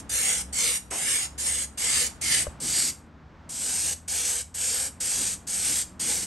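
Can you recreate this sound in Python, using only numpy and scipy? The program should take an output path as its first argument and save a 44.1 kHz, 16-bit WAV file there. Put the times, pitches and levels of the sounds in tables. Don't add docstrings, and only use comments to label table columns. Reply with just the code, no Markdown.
import sys
import numpy as np
from scipy import signal
from scipy.fft import rfft, irfft, next_fast_len
from scipy.io import wavfile
from scipy.ndimage import uniform_filter1d, map_coordinates

SR = 44100
rng = np.random.default_rng(int(sys.argv[2]) if len(sys.argv) > 2 else 0)


def waveform_to_disk(signal):
    frames = np.transpose(np.atleast_2d(signal))
    scaled = np.clip(frames, -1, 1) * 32767
    samples = np.round(scaled).astype(np.int16)
    wavfile.write(sys.argv[1], SR, samples)


N = 276059


def undb(db):
    return 10 ** (np.asarray(db) / 20)


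def automation(points):
    times, values = np.transpose(points)
    return np.interp(np.arange(N) / SR, times, values)


def bins():
    return np.fft.rfftfreq(2 * next_fast_len(N // 2 + SR // 2), 1 / SR) + 1e-6


def through(x, response):
    return irfft(rfft(x, 2 * len(bins()) - 2) * response)[..., :N]


def colour(points):
    hz, db = np.transpose(points)
    return undb(np.interp(np.log(bins()), np.log(hz), db))


def resonance(hz, width, at=None):
    f = bins() if at is None else at
    return 1 / (1 + 1j * (f * f - hz * hz) / (f * width))


def modes(rows):
    power = sum(np.abs(undb(db) * resonance(hz, 1.44 * width) ** 2) ** 2 for hz, width, db in rows)
    return np.sqrt(power)


def noise(response):
    x = through(rng.standard_normal((2, N)), response)
    return x / x.std()


def walk(rate_hz):
    hold = max(int(SR / rate_hz), 1)
    held = rng.standard_normal(N)[np.arange(N) // hold]
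    return 1.62 * uniform_filter1d(uniform_filter1d(held, hold), hold)


def ring_down(start_s, hz, db, t60, rise_s):
    age = np.maximum(np.arange(N) / SR - start_s, 0)
    envelope = (1 - np.exp(-age / rise_s)) * np.exp(-np.log(1000) * age / t60)
    return undb(db) * np.sin(2 * np.pi * hz * age) * envelope


def room_tone():
    # f/Hz, level/dB
    bed_eq = [(25, -11.5), (60, 4.5), (120, -2.5), (250, -0.5), (400, -10.5), (900, -11), (1500, -14.5),
              (3000, -26), (6000, -35), (9000, -48), (15000, -57.5)]
    # t/s, level/dB
    bed_ride = [(0, -47), (2.6, -51.5), (3.1, -54), (4.8, -51.5), (6.26, -48.5)]
    mid, side = noise(colour(bed_eq))
    side = through(side, np.minimum(bins() / 1100, 1) ** 0.2)
    swell_db = 1.6 * walk(3.9)
    return undb(automation(bed_ride) + swell_db) * np.array([mid, side])


def washing_machine(start_hz=57, full_hz=113.4, spin_up_s=6.46, waver_db=2):
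    # f/Hz, width/Hz, level/dB
    panels = [(71, 8, -51.5), (84, 7.7, -58), (150.5, 11.2, -58), (184.7, 5.9, -52), (236, 16, -67)]
    # t/s, level/dB
    boom_ride = [(0.2, -47.5), (1, -52.5), (2.2, -49), (3.2, -59), (6.26, -52.5)]
    motor_hz = full_hz + (start_hz - full_hz) * np.exp(-np.arange(N) / SR / spin_up_s)
    phase = 2 * np.pi * np.cumsum(motor_hz * (1 + 0.0029 * walk(6.73))) / SR
    hum = 0
    for order in (1, 2, 3):
        power = sum(np.abs(undb(db) * resonance(hz, width, at=order * motor_hz)) ** 2
                    for hz, width, db in panels)
        hum = hum + np.sqrt(2 * power) * np.sin(order * phase)
    deep_boom = undb(automation(boom_ride)) * noise(resonance(hz=68, width=9.4) ** 2)
    upper_boom = undb(-65.5) * noise(resonance(hz=119, width=36) ** 2)
    return (hum * undb(waver_db * walk(7.5)) + deep_boom + upper_boom) * np.array([[1], [.6]])


def grip_rumble(start_s=2.27, end_s=2.92, level_db=-53.5, fade_s=0.088):
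    t = np.arange(N) / SR
    envelope = np.clip(np.minimum(t - start_s, end_s - t) / fade_s + .5, 0, 1)
    return undb(level_db) * envelope * noise(resonance(hz=128, width=50) ** 2)


def shell_pop(start_s=2.4675, wobble_lag_s=.01):
    # f/Hz, level/dB, t60/s
    knock_modes = [(522, -28.5, .04), (580, -22.5, 0.043), (1140, -21.5, 0.011), (1586, -31, 0.018)]
    knock = sum(ring_down(start_s, hz, db, t60, rise_s=0.0014) for hz, db, t60 in knock_modes)
    wobble = ring_down(start_s + wobble_lag_s, hz=63, db=-24.5, t60=.08, rise_s=0.0013)
    return np.array([knock + wobble, 0.89 * knock])


def rim_blast(start_s=0.909, level_db=-33, attack_s=0.0062, decay_s=0.058):
    # f/Hz, level/dB
    puff_eq = [(120, -19), (400, -1.0), (750, -3), (1200, -7.0), (2500, -12), (8000, -43)]
    puff = noise(colour(puff_eq)) * np.array([[1], [.35]])
    age = np.maximum(np.arange(N) / SR - start_s, 0)
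    envelope = np.minimum(age / attack_s, 1) * np.exp(-age / decay_s)
    return undb(level_db) * puff * envelope


def shell_reflections(x, depth_db, patch_hz, patch_s):
    hz, times, spectrum = signal.stft(x, SR, nperseg=512)
    grid = np.meshgrid(hz / patch_hz, times / patch_s, indexing="ij")
    ripple = np.array([map_coordinates(rng.standard_normal((128, 128)), grid, mode="mirror") for _ in x])
    gain = undb(np.interp(times, np.arange(N) / SR, depth_db) * np.minimum(ripple, 1.2))
    power = np.mean(np.abs(spectrum) ** 2, axis=2, keepdims=True) + 1e-18
    power_gain = np.sum(power * gain ** 2, axis=1, keepdims=True) / np.sum(power, axis=1, keepdims=True)
    gain /= np.sqrt(power_gain)
    return signal.istft(spectrum * gain, SR)[1][:, :N]


def stroke_envelopes(open_s=.006, close_s=0.01, surge=0.068, surge_s=0.0077, swell_s=0.041):
    # open t/s, shut t/s, hiss level/dB at the closest point, its place/share of stroke,
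    # loss/dB half a stroke away, then level/dB re hiss of rush, cavity, ring and whistle
    trigger_pulls = [ (-0.28, 0.0, -31, 0.26, 1.5, -27, -19, -19.5, -24),
                     (0.092, 0.415, -22.5, 0.52, 7, -36, -16.5, -13, -29),
                     (0.525, 0.773, -21.5, 0.59, 5, -35, -20, -14.5, -37),
                     (0.904, 1.258, -23, 0.59, 7.5, -28.5, -16, -11, -46),
                     (1.377, 1.646, -24.5, 0.56, 5, -27.5, -20, -15.5, -33),
                     (1.773, 2.073, -21.5, 0.53, 6.5, -30.5, -18, -11.5, -12.5),
                     (2.21, 2.432, -22, 0.53, 6, -24.5, -21, -9, -11),
                     (2.6, 2.901, -24, 0.62, 6, -24, -26, -18, -11),
                     (3.49, 3.931, -26.5, 0.65, 6, -31, -19, -33, -23),
                     (4.077, 4.414, -25.5, 0.5, 5, -31.5, -16.5, -26.5, -25),
                     (4.541, 4.878, -25, 0.54, 7, -35, -16.5, -24, -21),
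                     (5.001, 5.342, -26, 0.44, 3, -37, -19, -24, -19.5),
                     (5.468, 5.823, -24.5, 0.8, 2.5, -30.5, -18.5, -21, -20),
                     (5.994, 6.243, -26.5, 0.43, 3, -21.5, -17.5, -19.5, -17)]
    # t/s, level/dB
    rush_swells = [(2.64, -47), (5.21, -47.5), (5.71, -46), (6.09, -56)]
    t = np.arange(N) / SR
    hiss, rush, cavity, ring, whistle = np.zeros((5, N))
    for start, end, db, closest, loss_db, rush_db, cavity_db, ring_db, whistle_db in trigger_pulls:
        age = np.maximum(t - start, 0)
        away = 2 * (np.minimum(age / (end - start), 1) - closest)
        aim = undb(-loss_db * away ** 2)
        valve = np.minimum(age / open_s, 1) * np.exp(-np.maximum(t - end, 0) / close_s)
        pressure = 1 + surge * np.exp(-age / surge_s)
        flow = undb(db) * aim * valve * pressure
        aimed_flow = flow * aim ** .95
        hiss += flow
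        rush += undb(rush_db) * flow
        cavity += undb(cavity_db) * flow
        ring += undb(ring_db) * aimed_flow
        whistle += undb(whistle_db) * aimed_flow
    rush += sum(undb(db) * np.exp(-((t - peak_s) / swell_s) ** 2) for peak_s, db in rush_swells)
    return hiss, rush, cavity, ring, whistle


def airbrush(width, jet_db=-0.69, ring_db=0.5, rush_db=2.0, buffet_db=0.9):
    # f/Hz, level/dB
    jet_eq = [(200, -32.5), (700, -20.5), (1200, -17), (1700, -17), (2500, -11), (3700, -9), (6300, -1),
              (8500, 4), (9300, 1.5), (10400, 0.5), (11500, -4.5), (12300, -28), (14300, -15.5),
              (15600, -33)]
    # f/Hz, level/dB
    rush_eq = [(60, -17.5), (130, 2.5), (200, 1.5), (270, 5), (350, -1.5), (500, -4), (900, -17.5),
               (2500, -34)]
    # f/Hz, width/Hz, level/dB
    cavity_modes = [(484, 107, 1), (775, 195, -1.5), (1625, 300, 0.5), (2280, 110, 2), (2930, 880, -1)]
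    # f/Hz, width/Hz, level/dB
    recess_modes = [(1354, 200, -5), (1750, 160, -1), (2126, 274, 5.5), (2910, 480, -0.5), (3490, 130, -2)]
    hiss, rush, cavity, ring, whistle = stroke_envelopes()
    jet = hiss * undb(jet_db) * noise(colour(jet_eq)) + cavity * noise(modes(cavity_modes))
    jet = shell_reflections(jet, depth_db=2.3 + 3.8 * width, patch_hz=240, patch_s=.085)
    hollow = ring * undb(ring_db) * noise(modes(recess_modes))
    rim = whistle * noise(resonance(hz=4650, width=800) ** 2)
    tones = shell_reflections(hollow + rim, depth_db=1 + 2.0 * width, patch_hz=194, patch_s=0.096)
    low_air = rush * undb(rush_db + buffet_db * walk(14)) * noise(colour(rush_eq)) * np.array([[1], [.7]])
    flutter_db = 0.74 * walk(28) + 0.64 * walk(260)
    return (jet + tones + low_air) * undb(flutter_db) / np.sqrt(1 + 0.82 * width)


def room_reverb(x, wet_db=-10, t60=0.25, predelay_s=0.00396):
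    t = np.arange(SR // 2) / SR
    tail = rng.standard_normal((2, len(t))) * np.exp(-np.log(1000) * t / t60) * (t > predelay_s)
    tail /= np.sqrt(np.sum(tail ** 2, axis=1, keepdims=True))
    return x + undb(wet_db) * signal.fftconvolve(x, tail, axes=1)[:, :N]


def scene(spray_pan_db=-1):
    # t/s, width (1 wide, 0 zoomed in)
    zoom = [(2.49, 0.72), (2.62, 0)]
    # f/Hz, wide level/dB, zoomed level/dB
    side_eq = [(101, -13, -15), (500, -6.5, -17.5), (1400, -3.5, -6.5), (2300, -7, -34.5), (3000, 1, -33.5),
               (3800, 0.5, -45), (5000, -1.5, -48), (5900, -10.5, -57), (7150, -0.5, -46.5),
               (8000, -10, -46), (9430, 5.5, -30.5), (9900, -24, -41), (12040, -40, -47)]
    width = automation(zoom)
    spray = room_reverb(airbrush(width) + rim_blast())
    mid, side = spray + shell_pop() + grip_rumble() + washing_machine() + room_tone()
    wide, narrow = (through(side, colour(np.array(side_eq)[:, [0, column]])) for column in (1, 2))
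    lean = (undb(spray_pan_db) - 1) / (undb(spray_pan_db) + 1)
    side = width * (wide + lean * spray[0]) + (1 - width) * narrow
    return np.array([mid + side, mid - side])


def record(dry, top_hz=15800):
    # f/Hz, phase between the ears/half turns
    treble_spread = [(8750, 0), (9200, .5), (9700, .9), (10600, 1.1), (11100, 1.5), (11700, 2), (12850, 2),
                     (13400, 2.8), (14500, 3.1), (15300, 4)]
    hz, half_turns = np.transpose(treble_spread)
    twist = np.pi * np.interp(bins(), hz, half_turns)
    wide = through(dry, np.exp(.5j * twist * np.array([[-1], [1]])))
    high_cut = signal.ellip(10, .2, 70, top_hz, fs=SR, output="sos")
    return signal.sosfilt(high_cut, wide)


dry = scene()
out = record(dry)
waveform_to_disk(out)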